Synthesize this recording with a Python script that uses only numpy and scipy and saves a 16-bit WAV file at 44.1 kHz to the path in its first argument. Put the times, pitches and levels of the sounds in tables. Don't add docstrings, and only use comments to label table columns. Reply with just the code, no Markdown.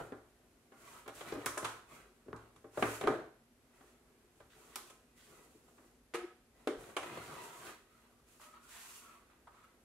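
import sys
import numpy as np
from scipy import signal
from scipy.fft import rfft, irfft, next_fast_len
from scipy.io import wavfile
from scipy.ndimage import uniform_filter1d, map_coordinates

SR = 44100
rng = np.random.default_rng(int(sys.argv[2]) if len(sys.argv) > 2 else 0)


def digitize_waveform(pressure):
    field = np.atleast_2d(pressure).T
    bounded = np.clip(field, -1, 1)
    quanta = np.round(bounded * 32767).astype(np.int16)
    wavfile.write(sys.argv[1], SR, quanta)


N = 433944
SCENE_T = np.arange(N) / SR
T = np.arange(int(.7 * SR)) / SR

# f/Hz, relative level/dB, T60/s
PANEL_MODES = [(280.9, 6, 0.28), (350.3, -2, 0.45), (430.5, 5, 0.34), (549, 3, 0.26), (607, 4, 0.38),
               (645, -2.5, 0.27), (741, -1, 0.15), (790, 4.5, 0.3), (1058, 9, 0.14), (1196, 12.5, 0.13),
               (1350, 7, 0.076), (1470, 4, 0.2), (1710, -10, 0.155), (2090, 3, 0.22), (2325, 4, 0.2),
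               (2690, -13, 0.11)]
FLEX_MODES = [(67.4, -12, 0.56), (111.6, -2.5, 0.47), (160.5, 3, 0.1)]
ELBOW_MODES = [(1036, -2.5, 0.39), (1148, -5, 0.3), (1287, -2, 0.41)]
# low f/Hz, high f/Hz, T60/s, room send/dB
UPPER_BANDS = [(560, 1680, 0.056, -0.5), (1680, 3710, 0.054, -3), (5460, 10960, 0.058, -1)]
UPPER_OFFSETS = [-1, -2.5, 4.5]
# t/s, body f/Hz, body level/dB, hardness/octaves above the corner frequency,
# flex/dB re body, slide before catching t/s, panel ring/dB (low where the hand damps it)
KNOCKS = [(0.002, 746, -46, 0.36, -15, 0.0028, -2), (0.122, 380, -45, 0.55, -12.5, 0.00037, -3.5),
          (0.72, 337, -62.5, 1.4, -13, 0.00054, -0.5), (1.059, 420, -58, 2, -20, 0.0037, -2),
          (1.078, 526, -50, 2, -13, 0.0011, 0.5), (1.089, 503, -59, 3, -10, 0.0022, -10),
          (1.207, 560, -50, 2.5, -16, 0.0032, 0), (1.324, 375, -39, 0.36, -13.5, 0.0002, -2),
          (1.353, 477, -45.5, 0.5, -14, .001, 2), (1.377, 433, -47.5, -1, -12, 0.00087, -8),
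          (1.460, 390, -46, 4.4, -6, 0.0003, -0.5), (1.462, 1500, -40.5, 2, -34, 0.00043, -2),
          (1.573, 600, -44, 1, -26, 0.00087, 1), (1.576, 1430, -49, 5, -34, .0012, -4),
          (1.628, 467, -45.5, 1, -6.5, 0.00078, -11), (1.645, 527, -49.5, 3.5, -34, 0.00044, -3),
          (1.648, 1370, -41.5, 3, -36, 0.00096, -3), (1.657, 1250, -43.5, 0.5, -34, .001, -4),
          (2.263, 380, -59, -0.5, -10, 0.0019, -2), (2.283, 423, -48.5, -0.2, -6.5, 0.001, -3.5),
          (2.33, 366, -48, -1, -2.5, 0.00036, -2), (2.33, 1260, -48, 0.5, -24, 0.00035, -6),
          (2.561, 408, -69, 3.5, 2, .0005, -3), (2.643, 410, -55, 0.5, -8, 0.0015, 4),
          (2.774, 584, -36, 0.47, -10, 0.0017, -1), (2.825, 666, -31.5, 1.5, -14, 0.00025, -4),
          (2.825, 382, -31, -0.5, -29, 0.0003, 0), (2.851, 360, -46, 1.2, 0, .001, 2),
          (3.011, 530, -46, 2.63, -23, 0.00045, -1), (3.038, 453, -34.5, 0.1, -30, 0.00086, -1),
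          (3.073, 624, -32, 1.5, -31, 0.00015, 0.5), (3.079, 390, -29.5, -2, -26, 0.00042, 1.5),
          (3.808, 365, -65.5, 1.8, -26, 0.001, 0), (4.402, 554, -62, 2, -2.5, .001, -0.5),
          (4.758, 1320, -52.5, 3, -24, 0.0003, 3), (4.759, 438, -60, 2, -19, 0.00091, -5),
          (4.898, 443, -66, 4, -14, 0.0026, 0.5), (5.551, 396, -64, -4.5, -6, 0.0012, -7),
          (5.679, 348, -70.5, 2, -5, .002, -3), (5.779, 358, -65.5, 1.8, -9, 0.0055, 0),
          (5.844, 1270, -71, -7, -13, .003, 0), (6.673, 573, -43, 2.5, -23, 0.00029, -1),
          (6.673, 430, -32.5, -0.32, -37, 0.00045, -2), (6.966, 460, -42.5, 3, -23, 0.00042, -3),
          (6.967, 1040, -47, 3, -30, 0.00091, 1), (7.029, 850, -50, 2.5, -27, 0.0021, -7),
          (7.173, 600, -50.5, 2, -2, 0.00088, -6), (8.399, 1300, -65.5, 0.8, -22, .0005, 8.5),
          (9.472, 1170, -59, 1.4, -11, 0.0023, 0)]


def knocks(corner_hz=419, rolloff_db_per_octave=10, stiff_db_per_octave=11.5):
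    out = np.zeros((2, N))
    centres = np.array([np.sqrt(low * high) for low, high, _, _ in UPPER_BANDS])
    for s, pitch_hz, body_db, hardness, flex_db, slide_s, free_db in KNOCKS:
        octaves_beyond = np.maximum(np.log2(centres / corner_hz) - hardness, 0)
        upper_db = body_db - rolloff_db_per_octave * octaves_beyond + UPPER_OFFSETS
        loss_db = lambda hz: stiff_db_per_octave * np.log2(pitch_hz / np.maximum(hz, corner_hz)).clip(0)
        body_band = pitch_hz / 1.62, pitch_hz * 1.15
        direct = amp(body_db) * contact(*body_band, t60=0.051, push=1.55, slide_s=slide_s)
        to_room = amp(body_db - 4) * pulse(*body_band)
        for db, (low, high, t60, room_db) in zip(upper_db - loss_db(centres), UPPER_BANDS):
            direct += amp(db) * contact(low, high, t60, push=0.29, slide_s=slide_s)
            to_room += amp(db + room_db) * pulse(low, high)
        force = list(zip([corner_hz, *centres], [body_db, *upper_db]))
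        driven = [(hz, db + along(force, hz) - loss_db(hz), t60) for hz, db, t60 in PANEL_MODES]
        panels = amp(free_db - 10) * ring(driven, detune=0.0177)
        elbow = amp(upper_db[-1] - 1) * ring(ELBOW_MODES)
        flex = amp(body_db + flex_db + 1) * ring(FLEX_MODES) * onset(0.0083)
        add(out, s, direct + room(to_room) + (panels + elbow) * onset(slide_s) + flex)
    return out


# t/s, low f/Hz, high f/Hz, level/dB
TICKS = [(0.852, 2600, 13000, -68), (1.079, 2600, 13000, -59), (1.153, 4000, 14000, -63),
         (1.172, 1300, 4000, -71), (1.287, 2600, 14000, -61), (1.297, 1300, 4200, -63),
         (1.323, 3200, 6040, -57), (1.34, 2600, 13000, -62), (1.46, 2600, 14700, -42),
         (1.462, 1400, 2430, -44), (1.576, 1380, 1700, -45), (1.645, 2600, 4520, -50.5),
         (2.363, 3300, 9500, -68), (2.826, 1850, 2700, -37.5), (3.039, 1300, 2880, -51),
         (4.758, 2600, 12600, -43.5), (4.903, 2400, 3400, -67), (6.674, 2600, 10800, -55),
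         (6.968, 2200, 3030, -44), (8.397, 2600, 13000, -71)]


def ticks(room_db=-4):
    out = np.zeros((2, N))
    for s, low_hz, high_hz, db in TICKS:
        direct = contact(low_hz, high_hz, t60=0.04, push=0.71, slide_s=0.00018)
        add(out, s, amp(db) * (direct + amp(room_db) * room(pulse(low_hz, high_hz))))
    return out


# f/Hz, relative spectral level/dB
GROAN_SPECTRUM = [(40, -22), (100, -1), (150, 1), (200, -1), (280, -1), (390, 9), (550, -2), (750, 2),
                  (1500, -49)]
SCRAPE_SPECTRUM = [(350, -49), (600, -3.5), (830, -6), (980, 1.5), (1400, 1.5), (1700, -5), (2000, -2.5),
                   (2500, -5.5), (3000, -8.5), (4300, -14), (7000, -91)]
HISS_SPECTRUM = [(1500, -15), (2600, -2.5), (4200, -9.5), (5400, -5.5), (7500, -1), (10000, -3.5),
                 (13000, -8), (15800, -14.5)]


def rubbing(gain_db=-1.83, room_db=-6):
    groan = friction(GROAN_SPECTRUM, slips_per_s=110, grain_db=-11.5, judder_db=2)
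    groan = moving_contact(groan, depth_db=1.5)
    scrape = friction(SCRAPE_SPECTRUM, slips_per_s=170, grain_db=-6, judder_db=0.9)
    scrape = lid_cavity(moving_contact(scrape, depth_db=3.5))
    hiss = friction(HISS_SPECTRUM, slips_per_s=140, grain_db=-14, judder_db=1)
    gains = amp(gain_db) * np.sqrt(hand_power() + drag_power())
    direct = sum(gain * texture for gain, texture in zip(gains, [groan, scrape, hiss]))
    return direct + amp(room_db) * room(direct)


# start t/s, length/s, rise/s, relative scrape level/dB,
# groan/dB re scrape, hiss/dB re scrape
STROKES = [(-0.04, 0.038, 0.036, -52.5, 4, -8), (0.67, 0.31, 0.26, -58.5, -5, -2),
           (1.108, 0.084, 0.083, -54.5, -5, 0.5), (1.237, 0.073, 0.038, -50.5, -1.5, -8),
           (1.36, 0.11, 0.034, -53, -1, -11.5), (1.516, 0.19, 0.044, -53.5, -6, -6),
           (1.854, 0.12, 0.081, -58, -3.5, -5), (2.34, 0.1, 0.036, -66, 2.5, -13),
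           (2.691, 0.26, 0.18, -52, -1, 2.5), (2.997, 0.14, 0.049, -53, 12.5, -12.5),
           (3.696, 0.21, 0.087, -72, -1, -0.5), (4.33, 0.046, .04, -85, 8, 10.5),
           (4.448, 0.39, 0.18, -67.5, 1, 1.5), (4.856, 0.013, .02, -64.5, -1, 2),
           (5.147, 0.15, 0.035, -73.5, -2, 7), (5.263, 0.18, 0.043, -67.5, 1.5, 0),
           (5.484, 0.072, 0.039, -83.5, -2, 13), (5.61, 0.26, 0.049, -84.5, 9.5, 11),
           (6.483, 0.29, 0.14, -70.5, 1.5, -5), (6.752, 0.15, 0.052, -58.5, 0.5, -3.5),
           (7.875, 0.2, 0.042, -70.5, -23, -7), (8.252, 0.11, 0.039, -72, -26, 4),
           (8.396, 0.047, 0.02, -59.5, -30, 0.5), (8.5, 0.062, 0.05, -61.5, -24, -13),
           (8.564, 0.3, 0.22, -58, -25, 3), (8.866, 0.11, 0.036, -63, -18, 7.5),
           (8.99, 0.16, 0.039, -62, -13, -7), (9.215, 0.11, 0.088, -68.5, -9, -22),
           (9.493, 0.15, 0.072, -65, -26, -11)]
# start t/s, end t/s
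GRIPS = [(0, 3.2), (3.6, 5.95), (6.6, 9.84)]
GRIP_LEVELS = [-76.5, -80.5, -81.5]
SETTLE_S = 0.037


def hand_power():
    moves = [(stroke(start, length, rise), db + np.array([groan_db, 0, hiss_db]))
             for start, length, rise, db, groan_db, hiss_db in STROKES]
    moves += [(stroke(start, end - start, SETTLE_S), GRIP_LEVELS) for start, end in GRIPS]
    envelopes, levels = zip(*moves)
    return amp(levels).T ** 2 @ np.array(envelopes) ** 2


# t/s, then relative level/dB of groan, scrape and hiss
DRAG = [(7.0, -58, -46, -48), (7.02, -52, -52, -59), (7.17, -50, -49.5, -60.5), (7.26, -52, -52.5, -56.5),
        (7.396, -52, -53, -60.5), (7.446, -54.5, -52.5, -53.5), (7.524, -63, -56.5, -61),
        (7.695, -54.5, -53.5, -55), (7.82, -98, -76, -87)]


def drag_power():
    s, *levels = np.transpose(DRAG)
    gains = np.array([amp(np.interp(SCENE_T, s, db)) for db in levels])
    return (gains * stroke(s[0], s[-1] - s[0], SETTLE_S)) ** 2


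# t/s, f/Hz, peak gain/dB
LID_CAVITY = [(7.0, 1020, 0), (7.1, 1080, 2), (7.22, 1140, -7), (7.36, 1010, 6), (7.46, 910, 13),
              (7.6, 900, -1), (8.3, 1200, 0), (8.54, 1290, 10.5), (8.8, 1340, -1), (9.05, 1220, -1),
              (9.6, 1240, 3)]


def lid_cavity(x, width_hz=85):
    hz, t, spectra = signal.stft(x, SR, nperseg=1024)
    s, centre_hz, peak_db = np.transpose(LID_CAVITY)
    peak = resonance(hz[:, None], np.interp(t, s, centre_hz), width_hz)
    gain = amp(np.interp(t, s, peak_db, left=0, right=0) * peak)
    return signal.istft(spectra * gain, SR, nperseg=1024)[1][:, :N]


# f/Hz, bandwidth/Hz, peak gain/dB
ELBOW_HOLLOWS = [(955, 70, 6), (1130, 80, 3), (1260, 70, 3), (1390, 70, 3), (1620, 140, 3),
                 (1950, 160, 3.5), (2500, 200, 2), (3950, 200, 3), (4500, 260, 5.5)]


def friction(spectrum, slips_per_s, grain_db, judder_db, spread_db=4):
    slips = (rng.random(N) < slips_per_s / SR) * rng.choice([-1, 1], N)
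    strengths = amp(spread_db * np.clip(rng.standard_normal(N), -2, 2))
    source = (diffuse(N) + amp(grain_db) * unit(slips * strengths)) * amp(judder_db * wobble(45))
    hollow_db = lambda hz: sum(db * resonance(hz, centre, width) for centre, width, db in ELBOW_HOLLOWS)
    return unit(filtered(source, lambda hz: amp(along(spectrum, hz) + hollow_db(hz))))


def moving_contact(x, depth_db):
    spectra = signal.stft(x, nperseg=1024)[2]
    coupling = uniform_filter1d(rng.standard_normal(spectra.shape[1:]), size=3, axis=0)
    coupling = uniform_filter1d(coupling, size=9, axis=1)
    return unit(signal.istft(spectra * amp(depth_db * unit(coupling)), nperseg=1024)[1][:, :N])


# f/Hz, relative level/dB, T60/s
PIECE_MODES = [(355, 7, 0.38), (468, 3.5, 0.34), (735, -8, 0.56), (1017, -13.5, 0.34), (1245, 0, 0.23),
               (1282, -6, 0.49), (1545, -10.5, 0.31), (1690, -10, .45), (1885, -15, 0.38), (2073, -16, 0.3),
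               (2180, -21, 0.42), (2681, -21, 0.3), (2840, -6, 0.076)]
# t/s, relative level/dB
RIM_TOUCHES = [(6.138, -46), (6.144, -43), (6.148, -44), (6.154, -42)]


def loose_piece(ring_db=-44, touch_db=-2, click_db=-9, room_db=-3, rock_db=4.6):
    out = np.zeros((2, N))
    knock_hz, click_hz = (250, 2400), (3300, 11000)
    for s, db in RIM_TOUCHES:
        knock = contact(*knock_hz, t60=0.047, push=1, slide_s=0.00068)
        click = amp(click_db) * contact(*click_hz, t60=0.051, push=0.17, slide_s=0.0008)
        reverb = amp(room_db) * room(pulse(*knock_hz) + amp(click_db) * pulse(*click_hz))
        add(out, s, amp(db + touch_db) * (knock + click + reverb))
    modes = sum((-1) ** k * ring([mode]) * amp(rock_db * wobble(66, count=len(T)))
                for k, mode in enumerate(PIECE_MODES))
    add(out, RIM_TOUCHES[1][0], amp(ring_db) * modes * onset(0.00091))
    return out


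# t/s, level/dB
BUMPS = [(.01, -44), (1.325, -44), (2.335, -50), (3.06, -35), (4.43, -60), (6.772, -41.5)]


def bumps(hz=42):
    out = np.zeros((2, N))
    for s, db in BUMPS:
        add(out, s, amp(db) * fade(t60=0.11) * np.sin(2 * np.pi * hz * T) * onset(0.024))
    return out


# f/Hz, relative spectral level/dB
RASP_SPECTRUM = [(700, -40), (1300, 0), (1800, 3), (2600, -2), (3400, 0.5), (4500, -7), (6000, -7),
                 (12000, -16)]
# start t/s, length/s, rise/s, level/dB
RASPS = [(1.16, 0.042, 0.022, -63), (1.27, 0.022, .02, -59), (4.495, 0.023, .012, -67.5),
         (4.672, 0.1, 0.093, -65), (5.163, 0.091, 0.028, -68.5), (7.114, 0.037, .04, -58.5),
         (7.24, 0.16, 0.034, -61), (7.623, 0.057, 0.042, -57.5), (8.4, 0.037, 0.032, -67),
         (8.64, 0.16, 0.13, -60.5), (9.534, 0.061, 0.053, -80)]


def rasps(room_db=-6):
    grit = friction(RASP_SPECTRUM, slips_per_s=220, grain_db=-3.5, judder_db=0.8)
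    envelope = sum(amp(db) * stroke(start, length, rise) for start, length, rise, db in RASPS)
    direct = moving_contact(grit, depth_db=2.2) * envelope
    return direct + amp(room_db) * room(direct)


# f/Hz, T60/s
ROOM_DECAY = [(100, 0.14), (260, 0.34), (700, 0.46), (1840, 0.48), (4850, 0.46), (12800, 0.33)]


def room(x, build_s=0.0032):
    hz, t, spectra = signal.stft(diffuse(len(T)), SR, nperseg=256)
    t60 = along(ROOM_DECAY, hz)[:, None]
    tail = signal.istft(spectra * fade(t60, t) / np.sqrt(t60), SR, nperseg=256)[1][:, :len(T)]
    response = unit(tail * onset(build_s) ** 2) / np.sqrt(len(T))
    return signal.fftconvolve(np.atleast_2d(x)[:1], response, axes=1)[:, :x.shape[-1]]


# f/Hz, relative spectral level/dB
AIR_SPECTRUM = [(12, -55), (20, -29), (49, 0), (91, -9.5), (177, -11.5), (216, -12), (234, 0.5), (301, -13),
                (347, -8.5), (897, -20), (1610, -20), (3740, -26), (5380, -27.5), (12800, -27),
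                (16000, -92)]
# f/Hz, level/dB
HUM_PARTIALS = [(59.2, -89), (241, -88), (358, -88.5), (459, -101)]


def background(air_db=-69.5):
    air = amp(air_db) * unit(filtered(diffuse(N), lambda hz: amp(along(AIR_SPECTRUM, hz))))
    hum = np.zeros(N)
    for hz, db in HUM_PARTIALS:
        peak = np.sqrt(2) * amp(db + 0.5 * wobble(0.21))
        hum += peak * np.sin(2 * np.pi * hz * SCENE_T + 1.16 * wobble(2.2))
    return air + hum


# f/Hz, coherence (0 to 1)
COHERENCE = [(25, .8), (70, .95), (280, .97), (550, .78), (1100, .45), (2200, .1), (5000, 0)]


def diffuse(count):
    angle = lambda hz: np.arccos(along(COHERENCE, hz)) / 2
    weights = lambda hz: np.array([np.cos(angle(hz)), np.sin(angle(hz))])
    mid, side = filtered(rng.standard_normal((2, count)), weights)
    return np.array([mid + side, mid - side])


def contact(low_hz, high_hz, t60, push, slide_s, clean_hit_s=0.0022):
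    crowd = unit(band(diffuse(len(T)) * fade(t60) * onset(slide_s), low_hz, high_hz))
    sharpness = push * np.exp(-slide_s / clean_hit_s)
    return blow_energy(crowd + sharpness * unit(pulse(low_hz, high_hz, order=2)))


def pulse(low_hz, high_hz, order=3):
    return blow_energy(band(signal.unit_impulse(len(T)), low_hz, high_hz, order))


def ring(modes, scatter_db=1.5, detune=0):
    return sum((-1) ** k * amp(db + scatter_db * rng.normal()) * fade(t60)
               * np.sin(2 * np.pi * hz * (1 + detune * rng.normal()) * T)
               for k, (hz, db, t60) in enumerate(modes))


def stroke(start, length, rise, t60=0.41):
    t = SCENE_T - start
    attack = np.sin(np.pi / 2 * np.clip(t / rise, 0, 1)) ** 2
    return attack * fade(t60, np.maximum(t - length, 0))


def resonance(hz, centre_hz, width_hz):
    return 1 / (1 + (2 * (hz - centre_hz) / width_hz) ** 2)


def fade(t60, t=T):
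    return np.exp(-np.log(1000) * t / t60)


def onset(tau_s):
    return 1 - np.exp(-T / tau_s)


def amp(db):
    return 10 ** (np.asarray(db) / 20)


def unit(x):
    return x / np.sqrt(np.mean(x ** 2) + 1e-20)


def blow_energy(x):
    return unit(x) * np.sqrt(.015 * SR / len(T))


def along(points, hz):
    f, values = np.transpose(points)
    return np.interp(np.log(hz + 1), np.log(f), values)


def wobble(rate, count=N):
    return map_coordinates(rng.standard_normal(int(count * rate / SR) + 4), [np.arange(count) * rate / SR])


def filtered(x, response):
    size = next_fast_len(x.shape[-1] + SR // 10)
    return irfft(rfft(x, size) * response(np.fft.rfftfreq(size, 1 / SR)), size)[..., :x.shape[-1]]


def band(x, low_hz, high_hz, order=3):
    return signal.sosfilt(signal.butter(order, [low_hz, high_hz], "band", fs=SR, output="sos"), x)


def add(track, s, sound):
    start = round(s * SR)
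    track[:, start:start + sound.shape[-1]] += sound[..., :N - start]


# f/Hz, left minus right level/dB
BALANCE = [(250, 2), (550, 1.6), (1100, -1.4), (4000, -1.6), (12000, -2)]


def scene():
    handling = knocks() + ticks() + loose_piece() + bumps() + rubbing() + rasps()
    return filtered(handling, lambda hz: amp(np.outer([.5, -.5], along(BALANCE, hz)))) + background()


def record(dry, top_hz=15750):
    return filtered(dry, lambda hz: hz < top_hz)


dry = scene()
out = record(dry)
digitize_waveform(out)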